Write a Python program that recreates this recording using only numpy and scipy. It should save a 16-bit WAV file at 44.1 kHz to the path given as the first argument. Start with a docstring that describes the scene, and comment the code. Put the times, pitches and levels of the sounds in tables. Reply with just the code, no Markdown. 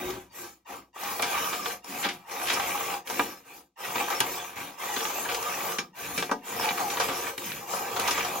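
"""First comes the hiss of gears and the scrub of wheels: two small plastic robots are driving in bursts
on a thin wooden board in a garage. Tyre tread drums on the board, the plastic shells buzz, and the
motor drive whines at each new start. The robots knock, snap and clack against each other, the rail
and the board, and their slipping tyres growl. Two close microphones hear it all with a light echo."""
import sys
import numpy as np
from scipy import signal
from scipy.fft import rfft, irfft
from scipy.io import wavfile
from scipy.ndimage import uniform_filter1d

SR = 44100
rng = np.random.default_rng(int(sys.argv[2]) if len(sys.argv) > 2 else 0)


def waveform_to_disk(signal):
    """Save audio, clipped to [-1, 1], as 16-bit WAV at the path in sys.argv[1]."""
    frames = np.transpose(np.atleast_2d(signal))
    scaled = np.clip(frames, -1, 1) * 32767
    samples = np.round(scaled).astype(np.int16)
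    wavfile.write(sys.argv[1], SR, samples)


N = 370440


def amp(db):
    """Turns decibels into a gain."""
    return 10 ** (np.asarray(db) / 20)

def evened(x):
    """Scales a signal to an average (rms) level of 1."""
    return x / np.sqrt(np.mean(x ** 2) + 1e-20)

def read(points, hz):
    """Looks up a pitch in a table, gliding between the rows."""
    pitch_hz, value = np.transpose(points)
    return np.interp(np.log(hz + 1), np.log(pitch_hz + 1), value)

# Pitches at which the board and robots like to ring: pitch_hz, width_hz, boost_db
RESONANCES = [(62.7, 13, 13.5), (123.4, 16, 12.5), (184.3, 16, 15), (286.5, 20, 8.5), (357, 30, 8),
              (489, 77, 6), (613, 70, -3.5), (725.7, 12, 10), (810.5, 14.7, 10.5), (889, 17, 5),
              (963, 15, 4.5), (1155, 16, 5.5), (1223, 17, 3), (1570, 48, 4.5), (1620, 12, -11),
              (1925, 84, 2), (2306, 64, 3), (3040, 30, 3.5), (3400, 22, 5.5), (3810, 28, 5.5),
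              (5330, 110, 4)]
def resonate(shaking, tone, size=8192):
    """A shaken part colours the sound with its broad tone and its narrow resonances."""
    hz = abs(np.fft.fftfreq(size, 1 / SR))
    peaks = 1 + sum((amp(2 * db) - 1) / (1 + (2 * (hz - f) / width) ** 2) for f, width, db in RESONANCES)
    log_gain = np.log(amp(read(tone, hz)) * np.sqrt(np.maximum(peaks, .01)))
    phase = -signal.hilbert(log_gain).imag  # puts the ringing after the push
    taps = np.fft.ifft(np.exp(log_gain + 1j * phase)).real[:size // 2]
    return signal.oaconvolve(shaking, taps[None] / np.linalg.norm(taps), axes=1)[:, :N]

def chatter(per_s, spread_db, smooth, slip_s):
    """Rubbing noise: small uneven slips, each a short puff, over a smooth rub."""
    slips = amp(spread_db * np.minimum(rng.exponential(1, N), 2.6)) * (rng.random(N) < per_s / SR)
    puffs = evened(signal.lfilter([1], [1, -np.exp(-1 / (slip_s * SR))], slips))
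    return np.sqrt(smooth ** 2 + (1 - smooth ** 2) * puffs ** 2) * rng.standard_normal((2, N))

def roaming(x, patchy_db):
    """As a robot moves and turns, some pitches are fed more and others less."""
    spectrum = signal.stft(x, nperseg=1024, noverlap=512)[2]
    patches = uniform_filter1d(rng.standard_normal(spectrum.shape[1:]), 5, axis=0)
    patches = evened(uniform_filter1d(patches, 6, axis=1))
    gain = amp(patchy_db * patches - patchy_db ** 2 * np.log(10) / 20)  # keeps the average power
    return signal.istft(spectrum * gain, nperseg=1024, noverlap=512)[1][:, :N]

# Bursts of driving: start_s, power_on_s, spin_up_s, coast_s,
# wheels_db, board_db, shell_db, gears_db, hollow_db
DRIVE_BURSTS = [(-0.1, 0.19, 0.016, 0.098, -41, -41.5, -42, -34, -57),
                (0.296, 0.13, 0.036, 0.082, -48.5, -51, -48.5, -39, -54),
                (0.647, 0.06, 0.033, 0.074, -40, -44, -43.5, -37, -47),
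                (0.928, 0.79, 0.038, 0.048, -41, -51, -43, -35, -52.5),
                (1.818, 0.19, 0.04, 0.13, -42, -45, -41.5, -34, -53.5),
                (2.24, 0.7, 0.047, 0.048, -39, -48.5, -39.5, -33.5, -47.5),
                (3.037, 0.16, 0.029, 0.13, -40.5, -42.5, -39.5, -33, -45),
                (3.429, 0.13, 0.018, 0.064, -53.5, -58.5, -57, -47.5, -57.5),
                (3.756, 0.54, 0.035, 0.22, -38.5, -50, -40, -34.5, -46.5),
                (4.548, 0.05, 0.008, 0.14, -43.5, -49, -42.5, -37, -53),
                (4.761, 0.96, 0.023, 0.081, -37.5, -51.5, -41, -35, -46),
                (5.927, 0.24, 0.037, 0.14, -42.5, -46.5, -42.5, -37, -54),
                (6.412, 0.81, 0.038, 0.11, -38, -48.5, -40.5, -34.5, -44.5),
                (7.37, 0.13, 0.0051, 0.18, -37.5, -54, -49, -39, -41.5),
                (7.653, 0.67, 0.022, 0.27, -34, -51, -42.5, -35.5, -42.5)]
# Tyres slip as a robot shoves the other or the rail: middle_s, half_length_s, scrub_db, buzz_db
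PUSHES = [(1.063, 0.059, 4, 5.5), (1.382, 0.12, 9, 9.5), (1.69, 0.045, 0.5, 2.5), (2.1, 0.019, 10.5, -23),
          (2.58, 0.12, 4, 4), (2.846, 0.17, 3, 1), (4.001, 0.033, 6.5, 7), (4.132, 0.034, 8.5, 6),
          (4.99, 0.05, -0.5, 2), (5.307, 0.023, 1, 6), (5.57, 0.59, 1.5, 1.3), (6.65, 0.049, 4.5, 8),
          (6.832, 0.011, 4.5, 1), (7.026, 0.043, 5.5, 7), (7.285, 0.03, 7, 8.5), (7.496, 0.11, -10, 10),
          (7.743, 0.18, 0, 1.5), (8.073, 0.044, 7, 0.5), (8.17, 0.14, -5.5, 9.5)]
def drive(part, rise, fall, scrub_share=0, buzz_share=0):
    """A part's loudness follows motor speed (rise and fall say how steeply) and changes in a shove."""
    column = ["wheels", "board", "shell", "gears", "hollow"].index(part)
    t, power = np.arange(0, N / SR + .002, .001), 0
    for start_s, on_s, up_s, coast_s, *levels_db in DRIVE_BURSTS:
        rising = (1 - np.exp(-np.maximum(t - start_s, 0) / up_s)) ** rise
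        # the slower it rolls, the quicker it loses speed
        falling = np.exp(-fall * (np.maximum(t - start_s - on_s, 0) / coast_s) ** 1.42)
        power += (amp(levels_db[column]) * rising * falling) ** 2
    shove_db = sum((scrub_share * scrub_db + buzz_share * buzz_db) * np.exp(-((t - s) / half_s) ** 2)
                   for s, half_s, scrub_db, buzz_db in PUSHES)
    return np.interp(np.arange(N) / SR, t, np.sqrt(power) * amp(shove_db))

# Tone of the gears: pitch_hz, level_db
GEAR_TONE = [(2000, -43), (4200, 3), (4900, 2), (6500, 8), (11000, 6), (11800, 8), (14300, 4.5),
             (15200, -0.5), (16000, 6)]
def gear_hiss():
    """Spinning gears rub with a bright, uneven hiss."""
    rub = chatter(per_s=300, spread_db=6.5, smooth=.39, slip_s=.049)
    level = drive("gears", rise=3, fall=1.31, buzz_share=.34)
    return roaming(resonate(level * rub, GEAR_TONE), patchy_db=4.5)

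# Tone of the wheels: pitch_hz, level_db
WHEEL_TONE = [(150, -56), (380, -27.5), (480, -10), (590, -2.5), (800, 0), (1300, 3.5), (1450, -21),
              (2500, -24)]
def wheel_scrub():
    """The wheels grip and slip on the wood."""
    rub = chatter(per_s=240, spread_db=1.4, smooth=.74, slip_s=.0023)
    level = drive("wheels", rise=2, fall=1.13, scrub_share=1)
    return roaming(resonate(level * rub, WHEEL_TONE), patchy_db=2)

# Tone of the thin board: pitch_hz, level_db
BOARD_TONE = [(32, -55), (52, -18.5), (92, -18.5), (140, -15.5), (240, -10.5), (330, -7.5), (420, -16),
              (600, -9), (1200, -79.5)]
def board_drumming():
    """Tyre tread drums on the board and makes it rumble."""
    rub = chatter(per_s=75, spread_db=1.7, smooth=.84, slip_s=.06)
    level = drive("board", rise=4.3, fall=1.45, buzz_share=.66)
    return roaming(resonate(level * rub, BOARD_TONE), patchy_db=3.5)

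# Tone of the plastic shell: pitch_hz, level_db
SHELL_TONE = [(700, -50), (1400, 2), (2000, 3), (2600, 3.5), (3800, -2.5), (4200, -9.5), (6000, -26)]
def shell_buzz():
    """The running wheels shake the shell."""
    rub = chatter(per_s=120, spread_db=3.5, smooth=.87, slip_s=.0068)
    level = drive("shell", rise=2.66, fall=1.23, buzz_share=1)
    return roaming(resonate(level * rub, SHELL_TONE), patchy_db=3)

# Tone of the air space under the robots: pitch_hz, level_db
HOLLOW_TONE = [(250, -47.5), (340, -6), (420, -8.5), (490, 0.5), (570, -6), (680, -32.5)]
def hollow_drone():
    """The air under the robots drones while the wheels run."""
    level = drive("hollow", rise=2.9, fall=1.37, scrub_share=.92)
    return resonate(level * rng.standard_normal((2, N)), HOLLOW_TONE)

# Tone of the shell ringing after a tiny tick: pitch_hz, level_db
GRIT_TONE = [(500, -32), (880, -5), (960, -1), (1050, -8), (1165, 4), (1300, -10), (1600, -4), (1850, -14),
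             (2200, -9), (2400, 3), (2650, -9), (3300, -13), (6000, -20), (9000, -36)]
def grit():
    """Single gear teeth and specks under the wheels tick into the shell."""
    ticks = chatter(per_s=260, spread_db=2.5, smooth=0, slip_s=.0004)
    level = amp(-2) * drive("shell", rise=2.66, fall=1.23, buzz_share=1)
    return resonate(level * ticks, GRIT_TONE)

# Tone of the room noise: pitch_hz, level_db
AIR_TONE = [(18, -21), (30, 1), (195, 13), (597, -27), (1690, -47), (1870, 0), (9640, 0), (15000, -28)]
def room_air():
    """Faint, steady room noise."""
    spectrum = rfft(rng.standard_normal((2, N))) * amp(read(AIR_TONE, np.fft.rfftfreq(N, 1 / SR)))
    return amp(-86) * evened(irfft(spectrum, N))

def shaken_notes(rows, sharpness, steady, rise_s, fall_db_per_s):
    """Noise shakes one pitch, which rises, holds and fades; steady (0 to 1) calms its wavering."""
    out, t = np.zeros((2, N)), np.arange(SR // 3) / SR
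    for start_s, length_s, hz, db in rows:
        b, a = signal.iirpeak(hz, sharpness, SR)
        ring = signal.lfilter(b, a, signal.lfilter(b, a, rng.standard_normal((2, SR // 2))))
        ring /= (abs(signal.hilbert(ring)) + 1e-9) ** steady
        ring = evened(ring[:, len(t) // 4:][:, :len(t)])
        level = np.minimum(t / rise_s, 1) ** 2 * amp(db - fall_db_per_s * np.maximum(t - length_s, 0))
        at = round(start_s * SR)
        out[:, at:at + len(t)] += (ring * level)[:, :N - at]
    return out

# Deep notes while turning: start_s, length_s, pitch_hz, level_db
TURNS = [(0.0, .13, 373, -38.5), (0.1, 0.083, 117, -50.5), (0.37, 0.077, 344, -49),
         (2.08, 0.067, 174, -49.5)]
def turning_hum():
    """A robot turning on the spot shakes up one deep note."""
    return shaken_notes(TURNS, sharpness=15, steady=.7, rise_s=.033, fall_db_per_s=400)

# Thin whines and rings: start_s, length_s, pitch_hz, level_db
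THIN_NOTES = [(0.01, .09, 3740, -50), (0.295, .03, 4600, -63), (0.42, .05, 5250, -60),
              (0.37, .05, 1580, -54), (0.735, .04, 1150, -46), (1.4, .06, 5380, -48),
              (1.56, .18, 5380, -51), (1.84, .15, 5400, -59), (3.2, .13, 5120, -57), (3.3, .09, 5250, -61),
              (3.22, .08, 5450, -52), (4.147, .02, 5400, -35), (7.7, .15, 6600, -54), (7.8, .18, 6900, -56)]
def thin_whines_and_rings():
    """Short, thin whines and rings from the gears, the motor drive and a knocked body."""
    return shaken_notes(THIN_NOTES, sharpness=32, steady=0, rise_s=.0056, fall_db_per_s=600)

# Tones of the struck frame, board, shell and small hard parts: pitch_hz, level_db
FRAME_BLOW = [(150, -28), (380, -14.5), (500, -7.5), (800, -5.5), (1200, -1), (1500, -7), (2500, -39)]
BOARD_THUMP = [(40, -51), (100, -19), (170, -13.5), (260, -4), (340, -9), (430, -4.5), (600, -12.5),
               (1200, -77)]
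SHELL_CRACK = [(700, -54), (1400, 0), (2300, -0.5), (3000, 0), (4300, -4.5), (5200, -11), (7000, -40.5)]
SMALL_TICK = [(2500, -49), (4000, -2.5), (5500, 10), (7500, 3.5), (11000, 4), (14000, -51), (16000, -36)]
# Collisions: start_s, blow_db, thump_db, crack_db, tick_db, base_fade_s
BUMPS = [(0.102, -52, -55, -37, -38, 0.073), (0.441, -52, -57, -42, -42, 0.043),
         (0.738, -30, -61, -55, -53, 0.045), (0.959, -34, -60, -56, -63, 0.07),
         (1.033, -36, -57, -51, -35, 0.082), (1.194, -21, -44, -30, -50, 0.068),
         (1.223, -29, -35, -24.5, -29.5, 0.19), (1.526, -28, -65, -30.5, -51, 0.2),
         (1.657, -20.5, -56, -25, -54, 0.048), (1.844, -38, -52, -57, -40, 0.039),
         (2.027, -39, -56, -30, -50, 0.22), (2.037, -34, -53, -30, -47, 0.18),
         (2.048, -28, -25.5, -30, -46, 0.11), (2.087, -48, -38, -29.5, -35, 0.14),
         (2.312, -35, -57, -47, -39.5, 0.17), (2.47, -54, -60, -28, -34, 0.11),
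         (2.483, -50, -60, -30, -41, 0.2), (2.497, -29, -40, -26, -33, 0.22),
         (2.537, -38, -38, -47, -26, 0.088), (2.596, -22, -46, -29, -47, 0.079),
         (2.691, -31.5, -57, -30.5, -45, 0.044), (3.072, -50, -58, -34, -39, 0.055),
         (3.098, -28, -38, -32, -33, 0.07), (3.193, -13, -21, -24.5, -48, 0.063),
         (3.955, -24, -22.5, -27, -44, 0.072), (4.08, -26, -57, -30, -45, 0.04),
         (4.101, -27, -50, -31, -33, 0.095), (4.203, -24, -22, -18.5, -24, 0.071),
         (4.238, -14.5, -51, -40, -39, 0.025), (4.962, -29, -27.5, -25.5, -40, 0.1),
         (5.003, -29, -52, -26, -48, 0.046), (5.051, -23, -54, -24, -51, 0.036),
         (5.255, -39, -69, -53, -90.5, 0.061), (5.288, -34, -67, -30, -45, 0.2),
         (5.345, -40, -45, -25.5, -25.5, 0.049), (5.427, -31, -55, -31, -23, 0.02),
         (5.784, -27.5, -27.5, -23, -26.5, 0.076), (6.176, -32.5, -26, -27, -29.5, 0.17),
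         (6.224, -18, -63, -25, -38, 0.049), (6.292, -29.5, -41, -47, -57, 0.11),
         (6.312, -16.5, -23.5, -32, -31.5, 0.086), (6.488, -35, -56, -49, -51, 0.02),
         (6.523, -31, -55, -39, -44, 0.073), (6.595, -21, -56, -40, -30, 0.032),
         (6.622, -39, -31, -32, -47, 0.12), (6.687, -45, -53, -23.5, -45, 0.072),
         (6.705, -23.5, -26, -46, -43, 0.065), (6.774, -29, -58, -34, -56, 0.27),
         (6.809, -27, -63, -50, -52, 0.056), (6.9, -34, -66, -32, -34.5, 0.16),
         (6.97, -22, -56, -25, -54, 0.048), (6.998, -23, -47, -25, -26.5, 0.16),
         (7.084, -28.5, -38, -32.5, -43, 0.42), (7.379, -47, -25, -26.5, -46, 0.033),
         (7.516, -42, -57, -27.5, -45, 0.04), (7.735, -20.5, -28, -38, -48, 0.059),
         (7.962, -27.5, -60, -29, -35, 0.13), (7.994, -32, -37, -31, -34.5, 0.18),
         (8.075, -29, -60, -23.5, -26.5, 0.14), (8.108, -30, -36, -28.5, -25, 0.12),
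         (8.178, -22, -36, -42, -34, 0.13), (8.246, -26.5, -56, -32, -32, 0.13)]
def knocks():
    """Each collision rattles four parts; each drops 60 dB in its own share of the base fade time."""
    out, t = np.zeros((2, N)), np.arange(8000) / SR
    parts = [(FRAME_BLOW, .0034, .81), (BOARD_THUMP, .0049, .57),
             (SHELL_CRACK, .0023, .98), (SMALL_TICK, .0012, 1)]
    for column, (tone, rise_s, fade_share) in enumerate(parts):
        level = np.zeros(N)
        for start_s, *peaks_db, base_fade_s in BUMPS:
            hit = amp(peaks_db[column] - 60 * t / (base_fade_s * fade_share)) * np.minimum(t / rise_s, 1)
            at = round(start_s * SR)
            level[at:at + len(t)] += hit[:N - at]
        out += resonate(level * rng.standard_normal((2, N)), tone)
    return out

# Overtones of the motor drive's whine and of the casing's whirr: pitch_multiple, level_db
WHINE_TONES = [(1, 0), (2, -5), (3, -5), (4, -8), (5, -12), (6, -7), (7, -8), (8, -14)]
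WHIRR_TONES = [(1, 0), (2, -8), (3, -7)]
def motor_whine(switch_hz=927, hold_s=.11, whirr_peak_s=.021):
    """The drive switches its power rapidly: at each start it whines and shakes the casing into a whirr."""
    out, t = np.zeros((2, N + SR)), np.arange(SR // 4) / SR
    shake, whirrs = rng.standard_normal((len(DRIVE_BURSTS), 2, len(t))), 0
    for k, db in WHIRR_TONES:
        b, a = signal.iirpeak(k * switch_hz, 9 * k, SR)
        whirrs += amp(db) * evened(signal.lfilter(b, a, signal.lfilter(b, a, shake)))
    level = amp(-66 - 19 * np.maximum(t / hold_s - 1, 0)) * np.minimum(t / .004, 1)
    swell = (t / whirr_peak_s * np.exp(1 - t / whirr_peak_s)) ** 1.5
    # the first burst is already under way, so it has no whine
    for (start_s, _, _, _, wheels_db, *_), whirr in zip(DRIVE_BURSTS[1:], whirrs):
        flicker = amp(2 * evened(uniform_filter1d(rng.standard_normal(len(t)), size=90)))
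        tones = 0
        for k, db in WHINE_TONES:
            gain = amp(db + 2 * rng.standard_normal())
            tones += gain * np.sin(2 * np.pi * (k * switch_hz * t + rng.random((2, 1))))
        whine = level * flicker * tones + amp(wheels_db - 14) * swell * whirr
        out[:, round(start_s * SR):][:, :len(t)] += whine
    return out[:, :N]

# Growls of the frame: start_s, length_s, pitch_hz, level_db
TYRE_GROWLS = [(1.02, 0.13, 1110, -43), (1.22, 0.11, 1580, -43), (1.32, .15, 1195, -35.5),
               (1.34, 0.045, 886, -39), (1.57, .05, 1160, -40), (1.64, 0.048, 490, -41),
               (2.26, 0.18, 880, -51), (2.57, 0.093, 1110, -48), (2.63, 0.047, 500, -51),
               (2.72, 0.041, 820, -38), (2.86, .1, 790, -41), (3.46, 0.077, 2460, -52.5),
               (3.86, 0.16, 900, -43), (4.07, .08, 1170, -41), (4.22, .04, 1200, -45),
               (4.87, 0.049, 840, -39), (4.95, .1, 496, -46), (5.29, 0.1, 482, -42),
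               (5.44, 0.066, 1220, -34.5), (5.5, 0.09, 760, -52), (5.66, 0.054, 500, -41.5),
               (5.72, 0.1, 1180, -41.5), (6.62, 0.065, 868, -31), (6.67, 0.02, 800, -29),
               (6.78, 0.1, 807, -33.5), (7.09, 0.061, 710, -48), (7.15, 0.19, 495, -45),
               (7.47, 0.067, 2380, -45), (7.75, 0.13, 813, -41), (7.95, .12, 796, -45),
               (7.96, 0.22, 1226, -45)]
def tyre_growls():
    """Slipping tyres keep the frame ringing roughly at one pitch."""
    return shaken_notes(TYRE_GROWLS, sharpness=9, steady=.15, rise_s=.025, fall_db_per_s=400)

# Tone of a snap: pitch_hz, level_db
SNAP_TONE = [(1000, -35), (2200, 7.5), (6000, 4), (11000, 13), (15500, -7)]
# Edges hitting: start_s, level_db
EDGE_HITS = [(1.222, -23), (1.844, -41), (2.533, -25), (3.074, -35), (4.204, -14), (5.784, -44),
             (7.379, -30), (7.998, -23.5)]
def edge_snaps(fade_s=.026, spike_db=5, spike_s=.0006):
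    """Hard edge meets hard edge with a very short, bright crack."""
    cracks, t = np.zeros((2, N)), np.arange(SR // 20) / SR
    for start_s, db in EDGE_HITS:
        level = amp(db - 60 * t / fade_s + spike_db * np.exp(-t / spike_s))
        cracks[:, round(start_s * SR):][:, :len(t)] += level * rng.standard_normal((2, len(t)))
    return resonate(cracks, SNAP_TONE)

# Notes of the plastic bodies: pitch_hz, level_db
PLASTIC_NOTES = [(375, -0.5), (478, -1.5), (720, -5), (800, -10), (878, -3), (965, -1), (1225, 1.5),
                 (1640, 1), (1920, -2), (2350, 7), (2650, -2.5), (3000, -3), (3540, -11), (3880, -6),
                 (4400, -16), (5400, -1), (6600, 0)]
# Clean hits: start_s, level_db, centre_hz, fade_s (time to drop 60 dB at the centre pitch)
CLEAN_HITS = [(1.224, -24, 1600, 0.088), (1.656, -34, 1210, .05), (2.048, -24.5, 1190, 0.13),
              (2.09, -35, 2300, .06), (2.5, -32, 1900, 0.069), (2.539, -37, 6000, .07),
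              (2.573, -25, 1000, 0.068), (2.693, -32, 2400, 0.041), (2.717, -24, 2400, 0.057),
              (2.745, -23, 1000, 0.045), (3.074, -39, 2600, .04), (3.098, -27, 810, 0.081),
              (3.194, -14.5, 2380, 0.026), (3.197, -16, 1210, 0.078), (3.954, -22, 1000, .06),
              (4.082, -23.5, 1100, 0.056), (4.204, -18.5, 1170, 0.088), (5.049, -24, 1000, .06),
              (5.255, -24, 1140, 0.083), (5.783, -30.5, 2700, 0.089), (5.789, -26, 5800, 0.073),
              (6.177, -27, 2800, .09), (6.221, -29, 1600, .05), (6.293, -29, 1790, 0.052),
              (6.312, -20, 1180, 0.14), (6.596, -21, 1000, 0.044), (6.688, -23, 3500, .05),
              (6.707, -22, 2000, 0.042), (6.998, -25, 704, 0.092), (6.998, -23, 1800, .07),
              (7.378, -38, 1200, .05), (8.083, -21, 1090, .06), (8.11, -30, 2300, .06),
              (8.178, -31, 1200, 0.055)]
def plastic_clacks(width_octaves=.55, rise_s=.0025, spread_db=3):
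    """A clean hit rings the body's notes near one centre pitch; higher notes die sooner."""
    out, t = np.zeros((2, N + SR)), np.arange(SR // 8) / SR
    hz, note_db = np.transpose(PLASTIC_NOTES)[:, :, None]
    for start_s, db, centre_hz, fade_s in CLEAN_HITS:
        luck, phase = rng.standard_normal((2, 2, len(hz), 1))
        gain = amp(note_db - 5.1 * (np.log2(hz / centre_hz) / width_octaves) ** 2)
        ring = gain / np.linalg.norm(gain) * amp(spread_db * luck) * np.sin(2 * np.pi * hz * t + phase)
        level = amp(db - 60 * t / fade_s * np.sqrt(hz / centre_hz)) * np.minimum(t / rise_s, 1)
        out[:, round(start_s * SR):][:, :len(t)] += (ring * level).sum(axis=1)
    return out[:, :N]

# Time the garage's echo takes to drop 60 dB: pitch_hz, fade_s
ECHO_FADE = [(100, 0.54), (300, 0.37), (800, 0.12), (2000, 0.089), (5000, 0.18), (13000, 0.029)]
def garage_echo(x):
    """Many small reflections blur into a tail in which each pitch dies at its own speed."""
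    taps = np.zeros((2, SR // 2))
    at = np.arange(200, SR // 2 - 20, 20) + rng.integers(0, 20, (2, (SR // 2 - 201) // 20))
    np.put_along_axis(taps, at, rng.choice([-1., 1.], at.shape), 1)
    hz, t, spectrum = signal.stft(taps, SR, nperseg=256)
    tail = signal.istft(spectrum * amp(-60 * t / read(ECHO_FADE, hz)[:, None]), SR, nperseg=256)[1]
    return signal.oaconvolve(x, tail / np.linalg.norm(tail[0]), axes=1)[:, :N]

def scene():
    """The robots, their echo in the garage and the room noise."""
    robots = gear_hiss() + wheel_scrub() + board_drumming() + shell_buzz() + hollow_drone() + grit()
    robots += turning_hum() + thin_whines_and_rings() + knocks() + motor_whine()
    robots += tyre_growls() + edge_snaps() + plastic_clacks()
    return robots + amp(-11) * garage_echo(robots) + room_air()

# How alike the two microphones sound: pitch_hz, likeness_0_to_1
MIC_LIKENESS = [(60, .97), (200, .975), (350, .965), (600, .82), (1100, .45), (1700, .65), (2600, .8),
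                (3300, .45), (5000, .3), (6200, .05), (7500, .5), (8400, .92), (9600, .9), (12400, .55),
                (15500, .85)]
# How far the left one is ahead: pitch_hz, lead_radians
LEFT_LEAD = [(30, 0), (300, 0), (780, -.3), (1380, -1.1), (1640, -.5), (3790, .5), (5600, -1.3), (7670, 3),
             (11400, 2.5), (14300, .8), (15000, .1)]
# How much louder the left one is: pitch_hz, louder_db
LEFT_LOUDER = [(60, 1.3), (140, 1), (330, 2.5), (500, 3.3), (770, 2), (1170, 0), (1790, -1), (2740, -.5),
               (4190, 1.5), (6410, 3), (9810, .5), (15000, 0)]
def record(dry, cutoff_hz=15950):
    """Two close microphones share part of the sound, slightly out of step; the top treble is cut."""
    hz, (left, other) = np.fft.rfftfreq(N, 1 / SR), rfft(dry)
    likeness, tilt = read(MIC_LIKENESS, hz), amp(read(LEFT_LOUDER, hz) / 2)
    right = likeness * left * np.exp(-1j * read(LEFT_LEAD, hz)) + np.sqrt(1 - likeness ** 2) * other
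    mics = amp(-1.13) * irfft(np.array([left * tilt, right / tilt]), N)
    lowpass = signal.firwin(511, cutoff_hz, window=("kaiser", 9), fs=SR)
    return signal.oaconvolve(mics, lowpass[None], "same")


dry = scene()
out = record(dry)
waveform_to_disk(out)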